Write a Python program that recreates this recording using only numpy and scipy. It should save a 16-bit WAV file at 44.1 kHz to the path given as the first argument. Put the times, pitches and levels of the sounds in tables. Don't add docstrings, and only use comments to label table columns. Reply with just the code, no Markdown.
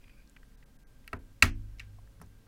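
import sys
import numpy as np
from scipy import signal
from scipy.io import wavfile
from scipy.ndimage import uniform_filter1d

SR = 44100
rng = np.random.default_rng(int(sys.argv[2]) if len(sys.argv) > 2 else 0)


def voltage_ratio(decibels):
    exponent = np.asarray(decibels, float) / 20
    return 10 ** exponent


def digitize_waveform(pressure):
    field = np.atleast_2d(pressure).T
    bounded = np.clip(field, -1, 1)
    quanta = np.round(bounded * 32767).astype(np.int16)
    wavfile.write(sys.argv[1], SR, quanta)


N = 108971


def evened(x):
    return x / np.sqrt(np.mean(x ** 2) + 1e-20)


def peak_evened(x):
    return x / np.sqrt(uniform_filter1d(x ** 2, 130).max())


def read(points, hz):
    f, value = np.transpose(points)
    return np.interp(np.log(hz + 1), np.log(f + 1), value)


def add(mix, start_s, sound):
    part = mix[round(start_s * SR):][:len(sound)]
    part += sound[:len(part)]


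def resonate(x, hz, width):
    r = np.exp(-np.pi * width / SR)
    return 2 * signal.lfilter([1 - r], [1, -r * np.exp(2j * np.pi * hz / SR)], x).real


def swell(t, rise_s, t60):
    hold_s = 0.97 * rise_s
    return np.minimum(t / rise_s, 1) ** 1.8 * voltage_ratio(-60 * np.maximum(t - hold_s, 0) / t60)


# pitch in Hz, level in dB, time to die by 60 dB in seconds.
CASE_MODES = [(412, -20, 0.079), (660, -22, 0.0544), (1020, -17, .04), (1320, -4.5, .03), (1600, -9, .03),
              (1900, -4.5, .03), (2250, -1, .02), (2620, 1, .015), (2795, -3.5, .02), (4040, -7.5, 0.012),
              (4486, -9.5, 0.022), (6100, -22.5, 0.017), (8060, -11, 0.014), (5000, -13.5, .015)]


def clack(db, tilt_db, bright_hz, rise_s, crack_db, crack_hz, room_db, focus_db):
    t = np.arange(SR // 3) / SR

    def colour_db(hz, focus_share):
        tilt = tilt_db * np.log2(hz / 2500)
        return tilt + focus_share * focus_db * np.log2(hz / bright_hz) ** 2

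    ring = np.zeros(len(t))
    for hz, mode_db, t60 in CASE_MODES:
        mode_rise_s = rise_s * max(bright_hz / hz, 1) ** 0.75
        wave = np.sin(2 * np.pi * (hz * t + rng.random()))
        ring += voltage_ratio(mode_db + colour_db(hz, 0.77)) * swell(t, mode_rise_s, t60) * wave
    crack = rng.standard_normal(len(t)) * rng.random(len(t))
    for _ in range(2):
        crack = evened(resonate(crack, crack_hz, 1.04 * crack_hz))
    crack = voltage_ratio(crack_db) * crack * swell(t, rise_s, 0.018)
    return voltage_ratio(db) * (peak_evened(ring) + crack + voltage_ratio(room_db) * room(t, colour_db))


# pitch in Hz, time to die by 60 dB in seconds.
ROOM_T60 = [(300, .3), (1000, 0.12), (2500, 0.17), (6000, 0.1568), (14000, 0.11)]
# pitch in Hz, level in dB.
ROOM_COLOUR = [(250, -18), (600, -5), (1300, 3), (2300, -2.5), (3500, -13), (8000, -21.5), (15000, -24.5)]


def room(t, colour_db):
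    hz, frame_s, z = signal.stft(rng.standard_normal(len(t)), SR, nperseg=128)
    level_db = read(ROOM_COLOUR, hz) + colour_db(hz + 100, 0.13)
    fall_db = 60 * frame_s / read(ROOM_T60, hz)[:, None]
    tail = signal.istft(z * voltage_ratio(level_db[:, None] - fall_db), SR, nperseg=128)[1][:len(t)]
    start_s = 0.0015
    return tail / np.sqrt(np.mean(tail[:400] ** 2)) * np.minimum(t / start_s, 1) ** 2


# pitch in Hz, level in dB,
# time to die by 60 dB in seconds, direction of the first push (1 or -1).
DESK_MODES = [(28.62, -6.5, 0.9, 1), (51.31, -17, 2.2, 1), (52.3, -19, 0.32, -1), (66.5, -2.5, .2, 1),
              (84.6, 3, 0.19, 1), (132, -13, .25, 1), (205, -20, .6, 1), (240, -4, 0.15, 1),
              (266, -16, 0.49, 1), (328, -21, .5, 1), (390, -13.5, .12, 1)]
# pitches in Hz, then levels in dB, then times to die by 60 dB in seconds.
PAIR_HZ = [99.2, 102.2]
PAIR_DB = [-26.5, -23.5]
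PAIR_T60 = [3, 3.4]


def desk(db):
    t = np.arange(int(1.4 * SR)) / SR
    rise_turns = 0.33
    ring = np.zeros(len(t))
    for hz, mode_db, t60, push in DESK_MODES:
        wave = np.sin(2 * np.pi * hz * t) * (1 - np.exp(-t * hz / rise_turns))
        ring += np.sign(push) * voltage_ratio(mode_db - 60 * t / t60) * wave
    low, high = [voltage_ratio(pair_db - 60 * t / t60) * np.sin(2 * np.pi * hz * t)
                 for hz, pair_db, t60 in zip(PAIR_HZ, PAIR_DB, PAIR_T60)]
    return voltage_ratio(db) * (ring + low - high)


# start in seconds, clack level in dB, tilt in dB per octave,
# brightest pitch in Hz, desk level in dB.
PRESSES = [
    (1.0772, -42.5, 3, 2350, -76),
    (1.1291, -31.5, -7.5, 1110, -37),
    (1.4229, -7, 2.5, 2598, -21),
    (1.7945, -45.5, 0.5, 2720, -78),
    (1.799, -40.5, 7, 2250, -58.5),
    (2.2136, -52, -7.5, 1060, -49.5),
]
# rise in seconds, crack level in dB, crack pitch in Hz,
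# room level in dB, focus around the brightest pitch in dB per octave squared.
TOUCHES = [(.0012, -14, 4360, -21.5, -10), (.003, -18.5, 8900, -12.5, -6), (.0018, -8, 5000, -16.5, -2.5),
           (.002, 1, 3800, -20.5, -15), (.002, -11, 5500, -14, -32.5), (.002, -1.5, 7870, -7.5, -7.5)]


def press_switch(mix):
    desk_lag_s = 0.0086
    for (s, db, tilt_db, bright_hz, desk_db), touch in zip(PRESSES, TOUCHES):
        add(mix, s, clack(db, tilt_db, bright_hz, *touch))
        add(mix, s + desk_lag_s, desk(desk_db))


def contacts(spread_s, count=400):
    t = np.arange(count) / SR
    rise_s = 0.00053
    hits = rng.standard_normal(count) * rng.random(count) ** 3
    return hits * np.minimum(t / rise_s, 1) ** 2 * voltage_ratio(-12 * (t / spread_s) ** 2)


def tick(db, hz, spread_s):
    out = np.pad(contacts(spread_s), (0, 600))
    for _ in range(2):
        out = resonate(out, hz, 0.6 * hz)
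    return voltage_ratio(db) * peak_evened(out)


# start in seconds, level in dB, middle pitch in Hz, spread in seconds.
TICKS = [(.040, -60, 2230, 0.01), (.080, -59.5, 2140, 0.0031), (0.094, -60, 2240, 0.0079),
         (0.176, -75, 2260, 0.0039), (0.221, -72, 2230, 0.0039), (.274, -64.5, 4630, 0.0028),
         (0.296, -59, 7400, 0.0029), (0.364, -52.5, 1900, 0.008), (0.429, -60, 1900, 0.0071),
         (0.518, -69, 1660, .004), (0.626, -59.5, 2060, 0.0085), (1.043, -65, 2050, 0.0039),
         (1.077, -49, 12900, .003), (1.785, -61.5, 2460, 0.006), (1.786, -64, 4800, .003),
         (1.985, -58.5, 836.5, 0.0094), (2.074, -63.5, 1500, .004), (2.200, -62, 1500, .003),
         (2.201, -71, 5000, 0.0014), (2.215, -59.5, 10800, 0.0092), (2.215, -53, 704, 0.0078),
         (2.224, -60, 5000, 0.0045), (2.2253, -65, 855, 0.0097), (2.261, -69, 7000, 0.0037),
         (2.466, -65.5, 1400, .004), (1.1298, -52, 4400, 0.0061), (1.4238, -26.5, 4330, 0.0085)]


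def tap_fingertips(mix):
    for s, db, hz, spread_s in TICKS:
        add(mix, s, tick(db, hz, spread_s))


def palm(db, hz, t60):
    t = np.arange(SR // 4) / SR
    return voltage_ratio(db - 60 * t / t60) * np.sin(2 * np.pi * hz * t) * (1 - np.exp(-t * hz))


# start in seconds, level in dB, pitch in Hz, time to die by 60 dB in seconds.
PALMS = [
    (0.054, -50.5, 95, 0.2),
    (2.200, -44.5, 171, 0.18),
    (2.455, -55, 190, 0.079),
]


def bump_palms(mix):
    for s, db, hz, t60 in PALMS:
        add(mix, s, palm(db, hz, t60))


# pitch in Hz, width in Hz, level in dB.
RUB_BANDS = [(2400, 260, 0), (1550, 220, -7), (4750, 180, -11)]


def rub():
    t = np.arange(N) / SR
    unevenness = evened(uniform_filter1d(rng.standard_normal(N), 300))
    grains = rng.standard_normal(N) * voltage_ratio(2.0 * unevenness)
    tone = np.zeros(N)
    for hz, width, db in RUB_BANDS:
        tone += voltage_ratio(db) * evened(resonate(resonate(grains, hz, width), hz, 2 * width))
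    end_s = 0.28
    return voltage_ratio(-72.5) * tone * np.clip((end_s - t) / 0.082, 0, 1) * np.clip(t / 0.014, 0, 1)


# pitch in Hz, level in dB per Hz.
AIR_COLOUR = [(8.8, -37), (15, 4.5), (45, -2.5), (70, -21.5), (247, -16.5), (330, -25.5), (442, -29.5),
              (646, -32.5), (16000, -45.5)]
# pitch in Hz, width in Hz, level in dB.
FANS = [(118.4, 8, -70), (152, 8, -78.5), (247.6, 6, -82), (452, 5, -82), (549, 5, -83.5),
        (1583, 10, -80.5)]


def air():
    frames, hz = N // 512 + 6, np.fft.rfftfreq(2048, 1 / SR)
    a, b = rng.standard_normal((2, frames, 1025))
    z = (a + 1j * b).T * voltage_ratio(read(AIR_COLOUR, hz))[:, None]
    out = voltage_ratio(-56) * evened(signal.istft(z, nperseg=2048, noverlap=1536)[1][:N])
    for fan_hz, width, db in FANS:
        out = out + voltage_ratio(db) * evened(resonate(rng.standard_normal(N), fan_hz, width))
    return out


def scene():
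    mix = rub() + air()
    press_switch(mix)
    tap_fingertips(mix)
    bump_palms(mix)
    return mix[None]


def top_cut(x):
    return signal.sosfilt(signal.butter(12, 16860, fs=SR, output="sos"), x)


# start in seconds, end in seconds,
# lowest pitch affected in Hz, pitch in Hz below which more bands are spared.
THINNED = [(.559, .572, 900, 2200), (.644, .656, 2000, 0), (.772, .787, 1200, 2200),
           (.836, .868, 1200, 2400), (1.178, 1.190, 3200, 0), (1.502, 1.552, 3000, 8800)]


def record(dry):
    limit = 0.9
    soft = limit * np.tanh(dry / limit)
    low_pass = signal.firwin(255, 15900, window=("kaiser", 5), fs=SR)
    cut = signal.oaconvolve(soft, low_pass[None], "same")
    hz, t, z = signal.stft(cut, SR, nperseg=256)
    keep = np.ones(z.shape[1:])
    for start, end, above_hz, spared_hz in THINNED:
        spared_odds = np.where(hz < spared_hz, 0.65, 0.1)
        draws = np.repeat(rng.random(65), 2)[:len(hz)]
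        lost = (hz > above_hz) & (draws > spared_odds)
        keep[np.ix_(lost, (t > start) & (t < end))] = voltage_ratio(-22)
    mix = signal.istft(z * keep, SR, nperseg=256)[1][:, :N]
    return top_cut(mix)


dry = scene()
out = record(dry)
digitize_waveform(out)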